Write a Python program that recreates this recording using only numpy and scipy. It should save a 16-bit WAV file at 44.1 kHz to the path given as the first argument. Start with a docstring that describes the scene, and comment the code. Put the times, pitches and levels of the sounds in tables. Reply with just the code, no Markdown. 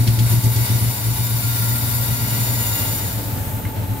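"""A cylindrical grinder works a steel shaft under a coolant jet, close by in a workshop.
From the start the wheel's grit rasps, much the same on every turn, and sets the steel ringing;
the frame throbs and thuds over the drive's rumble and the spray. Six clacks fall in the first 0.7 s.
Near 3 s the wheel comes off the work, leaving spray, rumble, weaker throbs and a thin whine.
At 3.65 s a small steel part clinks once."""
import sys
import numpy as np
from scipy import signal
from scipy.fft import rfft, irfft, next_fast_len
from scipy.io import wavfile
from scipy.ndimage import map_coordinates

SR = 44100
rng = np.random.default_rng(int(sys.argv[2]) if len(sys.argv) > 2 else 0)


def master(y):
    """Save y as 16-bit WAV."""
    cut = np.clip(np.atleast_2d(y).T, -1, 1)
    pcm = np.round(cut * 32767)  # scale
    wavfile.write(sys.argv[1], SR, pcm.astype(np.int16))


N = 176400
TIME_S, FREQ_HZ = np.arange(N) / SR, np.fft.rfftfreq(N, 1 / SR)
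SIDES = np.array([[.5], [-.5]])  # left, right
WHEEL_HZ = 15.437


def amp(db):
    return 10 ** (np.asarray(db) / 20)


def unit_rms(x):
    return x / np.sqrt(np.mean(x ** 2) + 1e-20)


def at_hz(points, hz=FREQ_HZ):
    """Table value on a log frequency axis."""
    points_hz, values = np.transpose(points)
    return np.interp(np.log(hz + 1), np.log(points_hz + 1), values)


def curves(rows):
    """One value per sample for each column after the time."""
    times_s, *columns = np.transpose(rows)
    return [np.interp(TIME_S, times_s, column) for column in columns]


def wobble(knots_per_s):
    """Smooth random curve, rms near 1."""
    coarse_s = TIME_S[::64]
    knots = rng.standard_normal(1024)
    return np.interp(TIME_S, coarse_s, map_coordinates(knots, [coarse_s * knots_per_s], mode="wrap"))


def pan(db):
    """Left and right gains for a level difference."""
    return amp(SIDES * db)


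# Phase between the ears (frequency [Hz], left lead [rad])
EAR_PHASE = [(30, -0.41), (55, -0.78), (80, -0.34), (140, -0.68), (220, -0.027)]
def ear_phase():
    """The bass reaches the right ear first."""
    return np.exp(1j * SIDES * at_hz(EAR_PHASE))


# Likeness of the ears (frequency [Hz], correlation [1])
EAR_CORRELATION = [(30, 0.9), (60, 0.97), (120, 1), (290, 0.74), (640, 0.48), (1410, 0), (3100, 0.14),
                   (15000, 0.35)]
def stereo_noise(gain, balance_db):
    """Shaped noise, rms 1: bass alike in both ears, treble diffuse."""
    angle = np.arccos(at_hz(EAR_CORRELATION)) / 2
    mid, side = rfft(rng.standard_normal((2, N))) * gain * [np.cos(angle), np.sin(angle)]
    ears = np.array([mid + side, mid - side])
    return unit_rms(irfft(ears * pan(balance_db) * ear_phase(), N))


# Machine's stereo balance (frequency [Hz], left minus right [dB])
BALANCE = [(60, -0.5), (110, 2.5), (200, -2), (380, 0.5), (700, 1.5), (1290, -2), (2380, 0.5), (4400, 0),
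           (8120, 3), (15000, 2.5)]
def machine_noise(spectrum):
    """Coloured noise from the machine's direction, rms 1."""
    return stereo_noise(amp(at_hz(spectrum)), at_hz(BALANCE))


# Scrape repeating each turn (frequency [Hz], power share [1])
REPEAT_SHARE = [(600, .75), (1000, .8), (2000, .65), (4000, .45), (7000, .35), (12000, .2)]
def grit_spectrum(face_kept=.94):
    """The same slowly wearing wheel face passes each turn, mixed with fresh chips."""
    turn_samples = round(SR / WHEEL_HZ)
    wear = rng.standard_normal((N // turn_samples + 1, turn_samples))
    wear[1:] *= np.sqrt(1 - face_kept ** 2)
    face = signal.lfilter([1], [1, -face_kept], wear, axis=0).ravel()[:N]
    share = at_hz(REPEAT_SHARE)
    return np.sqrt(share) * rfft(face) + np.sqrt(1 - share) * rfft(rng.standard_normal(N))


def resonance(grit, mode_hz, width_hz):
    """One grit-fed mode, rms 1, out of step at the two ears."""
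    shape = (1 + (2 * (FREQ_HZ - mode_hz) / width_hz) ** 2) ** -.7
    quarter_cycle = np.exp(.5j * np.pi * np.array([[0], [rng.choice([-1, 1])]]))
    return unit_rms(irfft(grit * shape * quarter_cycle * pan(at_hz(BALANCE, mode_hz)), N))


# Rasp spectrum (frequency [Hz], relative density [dB])
RASP_SPECTRUM = [(300, -19), (560, -6), (660, -3), (750, -11), (960, 1), (1080, -4), (1300, -14),
                 (1470, -2.5), (1780, -11), (2050, -6), (2500, -4.5), (3100, -13), (3600, -5.5), (4200, -4),
                 (4850, -1), (5550, -9.5), (5950, -1), (6400, -13.5), (6750, -26), (7200, -2), (7800, -15),
                 (8550, -4), (9000, -5.5), (10000, -2), (12000, -17), (16000, -60)]
def scrape(grit, bed_t60_s=.16, bed_share=.75, grain_db=.24):
    """Grit scrapes, mostly heard through the dense weak modes of bed and guards."""
    response = rfft(rng.standard_normal((2, N)) * amp(-60 * TIME_S / bed_t60_s))
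    colour = amp(at_hz(RASP_SPECTRUM)) * pan(at_hz(BALANCE))
    bed = np.sqrt(bed_share) * unit_rms(irfft(grit * response * colour, N))
    direct = np.sqrt(1 - bed_share) * machine_noise(RASP_SPECTRUM)
    return (bed + direct) * amp(grain_db * wobble(230))


# Guard modes (frequency [Hz], width [Hz], relative level [dB])
GUARD_MODES = [(660, 32, -1.5), (938, 34, 1), (974, 32, .5), (2030, 49, -7), (2240, 60, -6),
               (2995, 35, -11)]
def guard_ring(grit):
    """The cut drives the guard's low resonances."""
    return unit_rms(sum(amp(db) * resonance(grit, hz, width_hz) for hz, width_hz, db in GUARD_MODES))


# Shaft and wheel modes (frequency [Hz], relative level [dB])
STEEL_MODES = [(1389, -55.5), (1960, -57), (2810, -56), (3688, -56.5), (5943, -59), (6885, -50),
               (7197, -53), (8096, -57), (8683, -54), (9173, -54), (9916, -53), (11073, -46), (11693, -46),
               (12123, -51), (12559, -53), (12893, -47), (13011, -49), (13065, -46), (13329, -52),
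               (13561, -54), (14034, -52), (14659, -46), (14906, -45), (15558, -56)]
# Swells of nearby modes (frequency [Hz], peak time [s], half length [s], boost [dB])
MODE_SWELLS = [(1400, 1.6, 0.35, 6.5), (2810, 2.55, .45, 6), (3690, 1.6, .4, 3), (14800, 1.52, 0.4, 5),
               (13200, 1.93, 0.33, 3), (6885, 2.78, 0.4, 3), (11080, .55, 0.72, 5), (13000, 0.25, 0.81, 2),
               (11900, 1.5, 0.84, 2)]
def steel_ring(grit, wander_db=.4):
    """Steel modes ring, some driven harder as the contact moves along."""
    out = np.zeros((2, N))
    for hz, db in STEEL_MODES:
        swell_db = sum(boost_db * np.exp(-((TIME_S - peak_s) / half_s) ** 2)
                       for near_hz, peak_s, half_s, boost_db in MODE_SWELLS if abs(near_hz / hz - 1) < .03)
        level = amp(db + swell_db + wander_db * wobble(2.4))
        out += level * resonance(grit, hz, width_hz=11 + .002 * hz)
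    return unit_rms(out)


def cut_strength(level_db, idle_db):
    """Amplitude of what rises above the free-running level."""
    return np.sqrt(np.maximum(amp(level_db) ** 2 - amp(idle_db) ** 2, 0))


# Course of the cut (time [s], relative rasp level [dB], relative sizzle level [dB])
CUT_LEVELS = [(0.22, -35, -31.5), (0.28, -33, -30), (0.31, -31, -27), (0.39, -35.5, -30),
              (0.45, -32, -28.5), (0.48, -35, -28.5), (0.65, -31, -26), (0.99, -35, -29), (1.57, -32, -26),
              (2.19, -33.5, -27), (2.69, -32, -24), (2.94, -33, -25), (3.35, -41.5, -36), (4.0, -50, -39.5)]
# Sizzle spectrum (frequency [Hz], relative density [dB])
SIZZLE_SPECTRUM = [(7500, -40), (9000, -9), (10500, -4), (11300, 0), (12100, -6), (13100, -1), (13900, -3),
                   (14500, 0), (15000, 5), (15200, 0), (15700, 2)]
def grinding(runout_db=.45, lobe_db=.5, unrest_db=.55):
    """Grit rasps on the shaft, pulsing with the wheel's turn, and keeps steel and guard ringing."""
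    rasp_db, sizzle_db = curves(CUT_LEVELS)
    rasp, sizzle = cut_strength(rasp_db, idle_db=-44.5), cut_strength(sizzle_db, idle_db=-38.5)
    angle = 2 * np.pi * WHEEL_HZ * TIME_S
    pressure = amp(runout_db * np.sin(angle) + lobe_db * np.sin(2 * angle) + unrest_db * wobble(20))
    grit = grit_spectrum()
    body = amp(3.5) * scrape(grit) + amp(-5.5) * guard_ring(grit)
    treble = amp(-2.3) * machine_noise(SIZZLE_SPECTRUM) + steel_ring(grit)
    return pressure * (rasp * body + sizzle * treble)


# Frame throbs (start [s], length [s], relative level [dB])
FRAME_THROBS = [(-0.015, 0.053, -11.5), (0.067, 0.088, -12.5), (0.179, 0.091, -11.5), (0.301, 0.085, -11.5),
                (0.432, 0.083, -12), (0.553, 0.077, -14), (0.693, 0.08, -13), (0.808, 0.094, -15),
                (0.956, 0.032, -24), (1.003, 0.047, -23), (1.053, 0.08, -16.5), (1.177, 0.088, -18.5),
                (1.3, 0.076, -17), (1.435, 0.14, -19), (1.587, 0.072, -17.5), (1.676, 0.086, -18.5),
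                (1.816, 0.065, -19), (1.917, 0.12, -19), (2.085, 0.054, -18.5), (2.202, 0.044, -20),
                (2.31, 0.041, -20.5), (2.385, 0.066, -20.5), (2.467, 0.15, -21), (2.67, 0.082, -22),
                (2.796, 0.037, -20), (2.87, 0.128, -23.5), (3.022, 0.045, -24), (3.126, 0.07, -21.5),
                (3.265, 0.076, -23.5), (3.396, 0.019, -20), (3.519, 0.041, -21.5), (3.65, 0.031, -21),
                (3.765, 0.034, -20.5), (3.884, 0.058, -19.5)]
# Drone under the throbs (time [s], level [dB])
DRONE_LEVEL = [(0, -27), (1, -36), (1.4, -27), (2.0, -26), (2.6, -25.5), (2.9, -44), (4, -37)]
# Frame hum (time [s], pitch [Hz])
FRAME_PITCH = [(0, 117.3), (1, 117), (2, 118.2), (2.55, 119.4), (2.8, 109.6), (3.3, 110.9), (4, 110.4)]
# Housing shake spectrum (frequency [Hz], relative density [dB])
SHAKE_SPECTRUM = [(20, -11), (40, 3), (56, 1), (70, 16.5), (82, 9), (96, 7), (118, 0), (130, 17),
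                  (145, 8.5), (210, -10.5), (300, -20), (550, -58), (1500, -70)]
def frame_hum(rise_s=.022, fall_s=.017, sag_db_per_s=30, dip_hz=11, dip_s=.026, flutter_hz=22.5):
    """The frame's low resonance swells in throbs, each starting flat; strong ones shake the housing."""
    throb_power, dip = np.zeros(N), np.zeros(N)
    for start_s, length_s, db in FRAME_THROBS:
        age_s = np.maximum(TIME_S - start_s, 0)
        rise = np.sin(np.pi / 2 * np.minimum(age_s / rise_s, 1))
        fall = np.exp(-np.maximum(age_s - length_s, 0) / fall_s)
        throb_power += (amp(db - sag_db_per_s * age_s) * rise * fall) ** 2
        dip += (age_s > 0) * np.exp(-(age_s / dip_s) ** 2)
    drone_db, = curves(DRONE_LEVEL)
    level = np.sqrt(throb_power + amp(drone_db) ** 2)
    base_hz, = curves(FRAME_PITCH)
    pitch_hz = base_hz - dip_hz * dip + 1.2 * wobble(35.17)
    phase = 2 * np.pi * np.cumsum(pitch_hz) / SR
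    flutter = amp(1.2 * np.sin(2 * np.pi * flutter_hz * TIME_S + wobble(7.3)) + .5 * wobble(28.53))
    fundamental = level * np.sqrt(2) * np.sin(phase) * flutter
    lowpass = signal.butter(10, 127.4, fs=SR, output="sos")
    fundamental = signal.sosfiltfilt(lowpass, np.pad(fundamental, N // 8))[N // 8:][:N]
    octave = amp(drone_db - 15.5) * np.sqrt(2) * np.sin(2 * phase) * flutter
    hum = amp(.2) * irfft(rfft(fundamental + octave) * ear_phase(), N) * pan(2.2)
    shake = amp(-4.5) * level ** 1.6 * machine_noise(SHAKE_SPECTRUM)
    return hum + shake


# Thud spectrum (frequency [Hz], relative density [dB])
THUD_SPECTRUM = [(90, -24), (165, 1), (210, 1), (300, -8), (400, -9), (500, -24), (900, -50)]
def frame_thuds(attack_s=.003, t60_s=.36, growth=1.6):
    """Each throb starts with a dull thud; hard ones thud much more."""
    level = np.zeros(N)
    for start_s, _, db in FRAME_THROBS:
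        age_s = np.maximum(TIME_S - start_s, 0)
        level += amp(growth * db - 60 * age_s / t60_s) * (1 - np.exp(-age_s / attack_s))
    return amp(-4.5) * level * machine_noise(THUD_SPECTRUM)


# Course of the rumble (time [s], level [dB])
RUMBLE_COURSE = [(0, -31.5), (1, -32), (1.5, -34.5), (2.2, -29.5), (3, -28.5), (4, -28)]
# Rumble spectrum (frequency [Hz], relative density [dB])
RUMBLE_SPECTRUM = [(20, -20), (40, 0), (60, -12), (80, 1), (98, 12), (120, -5), (130, 7.5), (145, 0.5),
                   (185, -2), (230, -1), (252, -5.5), (285, -1), (325, -10.5), (420, -9.5), (560, -10),
                   (750, -13), (900, -11), (1050, -22.5), (1400, -18), (2200, -22.5), (4000, -25.5),
                   (9000, -40)]
def drive_rumble(runout_db=.5, lobe_db=.06, unrest_db=1):
    """Motors and belts rumble, pulsing with the wheel."""
    angle = 2 * np.pi * WHEEL_HZ * TIME_S
    level_db, = curves(RUMBLE_COURSE)
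    pulse_db = runout_db * np.sin(angle) + lobe_db * np.sin(2 * angle) + unrest_db * wobble(24.99)
    return amp(level_db + pulse_db) * machine_noise(RUMBLE_SPECTRUM)


# Motor and pump tones (frequency [Hz], relative level [dB])
MOTOR_TONES = [(59.5, -37), (275, -43.5), (300, -47.5), (398, -53.5), (694, -67), (866.7, -40),
               (893.6, -46)]
def drive_tones(gain_db=-3, drift_hz=.92, waver_db=3, whine_above_hz=800, unload_s=2.8, fade_s=.14):
    """Motors and pump sound unsteady tones; the whine is weaker while the wheel is loaded."""
    load = (1 - np.tanh((TIME_S - unload_s) / fade_s)) / 2
    out = np.zeros((2, N))
    for hz, db in MOTOR_TONES:
        phase = 2 * np.pi * np.cumsum(hz + drift_hz * wobble(10)) / SR
        spread = SIDES * np.arccos(at_hz(EAR_CORRELATION, hz))
        tone_db = db + gain_db + waver_db * wobble(15) - 4.5 * load * (hz > whine_above_hz)
        out += amp(tone_db) * np.sqrt(2) * np.sin(phase + spread) * pan(at_hz(BALANCE, hz))
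    return out


# Spray spectrum (frequency [Hz], relative density [dB])
SPRAY_SPECTRUM = [(300, -12), (1200, -2), (2800, -15.5), (4500, -19.5), (6200, -11), (8000, -7),
                  (10200, -9), (11500, -1), (13000, -4), (14500, 3.5), (15700, -7)]
def coolant(level_db=-35.5, flow_db=2.4):
    """The jet breaks into fine spray on the wheel."""
    level = amp(level_db + flow_db * wobble(4.6))
    return level * stereo_noise(amp(at_hz(SPRAY_SPECTRUM)), balance_db=2)


# Clacks (start [s], level [dB], band centre [Hz])
CLACKS = [(0.073, -22.5, 3460), (0.188, -24.5, 3700), (0.31, -32, 3470), (.4379, -26, 6900),
          (0.562, -28, 4330), (.69, -30, 3500)]
def clacks(attack_s=.00051, t60_s=.11, half_width_oct=.95):
    """Dry clacks with the first hard throbs."""
    out = np.zeros((2, N))
    for start_s, db, centre_hz in CLACKS:
        age_s = np.maximum(TIME_S - start_s, 0)
        envelope = amp(db - 60 * age_s / t60_s) * (1 - np.exp(-age_s / attack_s))
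        band = 1 / (1 + np.abs(np.log2((FREQ_HZ + 1) / centre_hz) / half_width_oct) ** 3)
        out += envelope * stereo_noise(band, balance_db=0)
    return out


# Small steel part's modes (frequency [Hz], relative level [dB], T60 [s])
CLINK_MODES = [(1147, -6, 0.085), (1620, 1, .03), (2065, 2, 0.043), (2150, -4, 0.17), (2290, -11, .045),
               (2880, -4, .025)]
def clink(start_s=3.652, gain_db=-32, tick_t60_s=.008):
    """A short tick, then a small steel part rings out."""
    age_s = np.maximum(TIME_S - start_s, 0)
    ring = sum(amp(db - 60 * age_s / t60_s) * np.sin(2 * np.pi * hz * age_s)
               for hz, db, t60_s in CLINK_MODES)
    tick_noise = machine_noise([(500, -20), (1300, 2), (2800, 0), (5000, -25)])
    tick = (age_s > 0) * amp(-60 * age_s / tick_t60_s) * tick_noise
    return amp(gain_db) * (ring + tick)


def scene():
    machine = grinding() + frame_hum() + frame_thuds() + drive_rumble() + drive_tones()
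    return machine + coolant() + clacks() + clink()


def record(dry, top_hz=15760):
    """Brick-wall low-pass."""
    size = next_fast_len(N + SR // 2)
    passband = np.fft.rfftfreq(size, 1 / SR) < top_hz
    return irfft(rfft(dry, size) * passband, size)[:, :N]


dry = scene()
out = record(dry)
master(out)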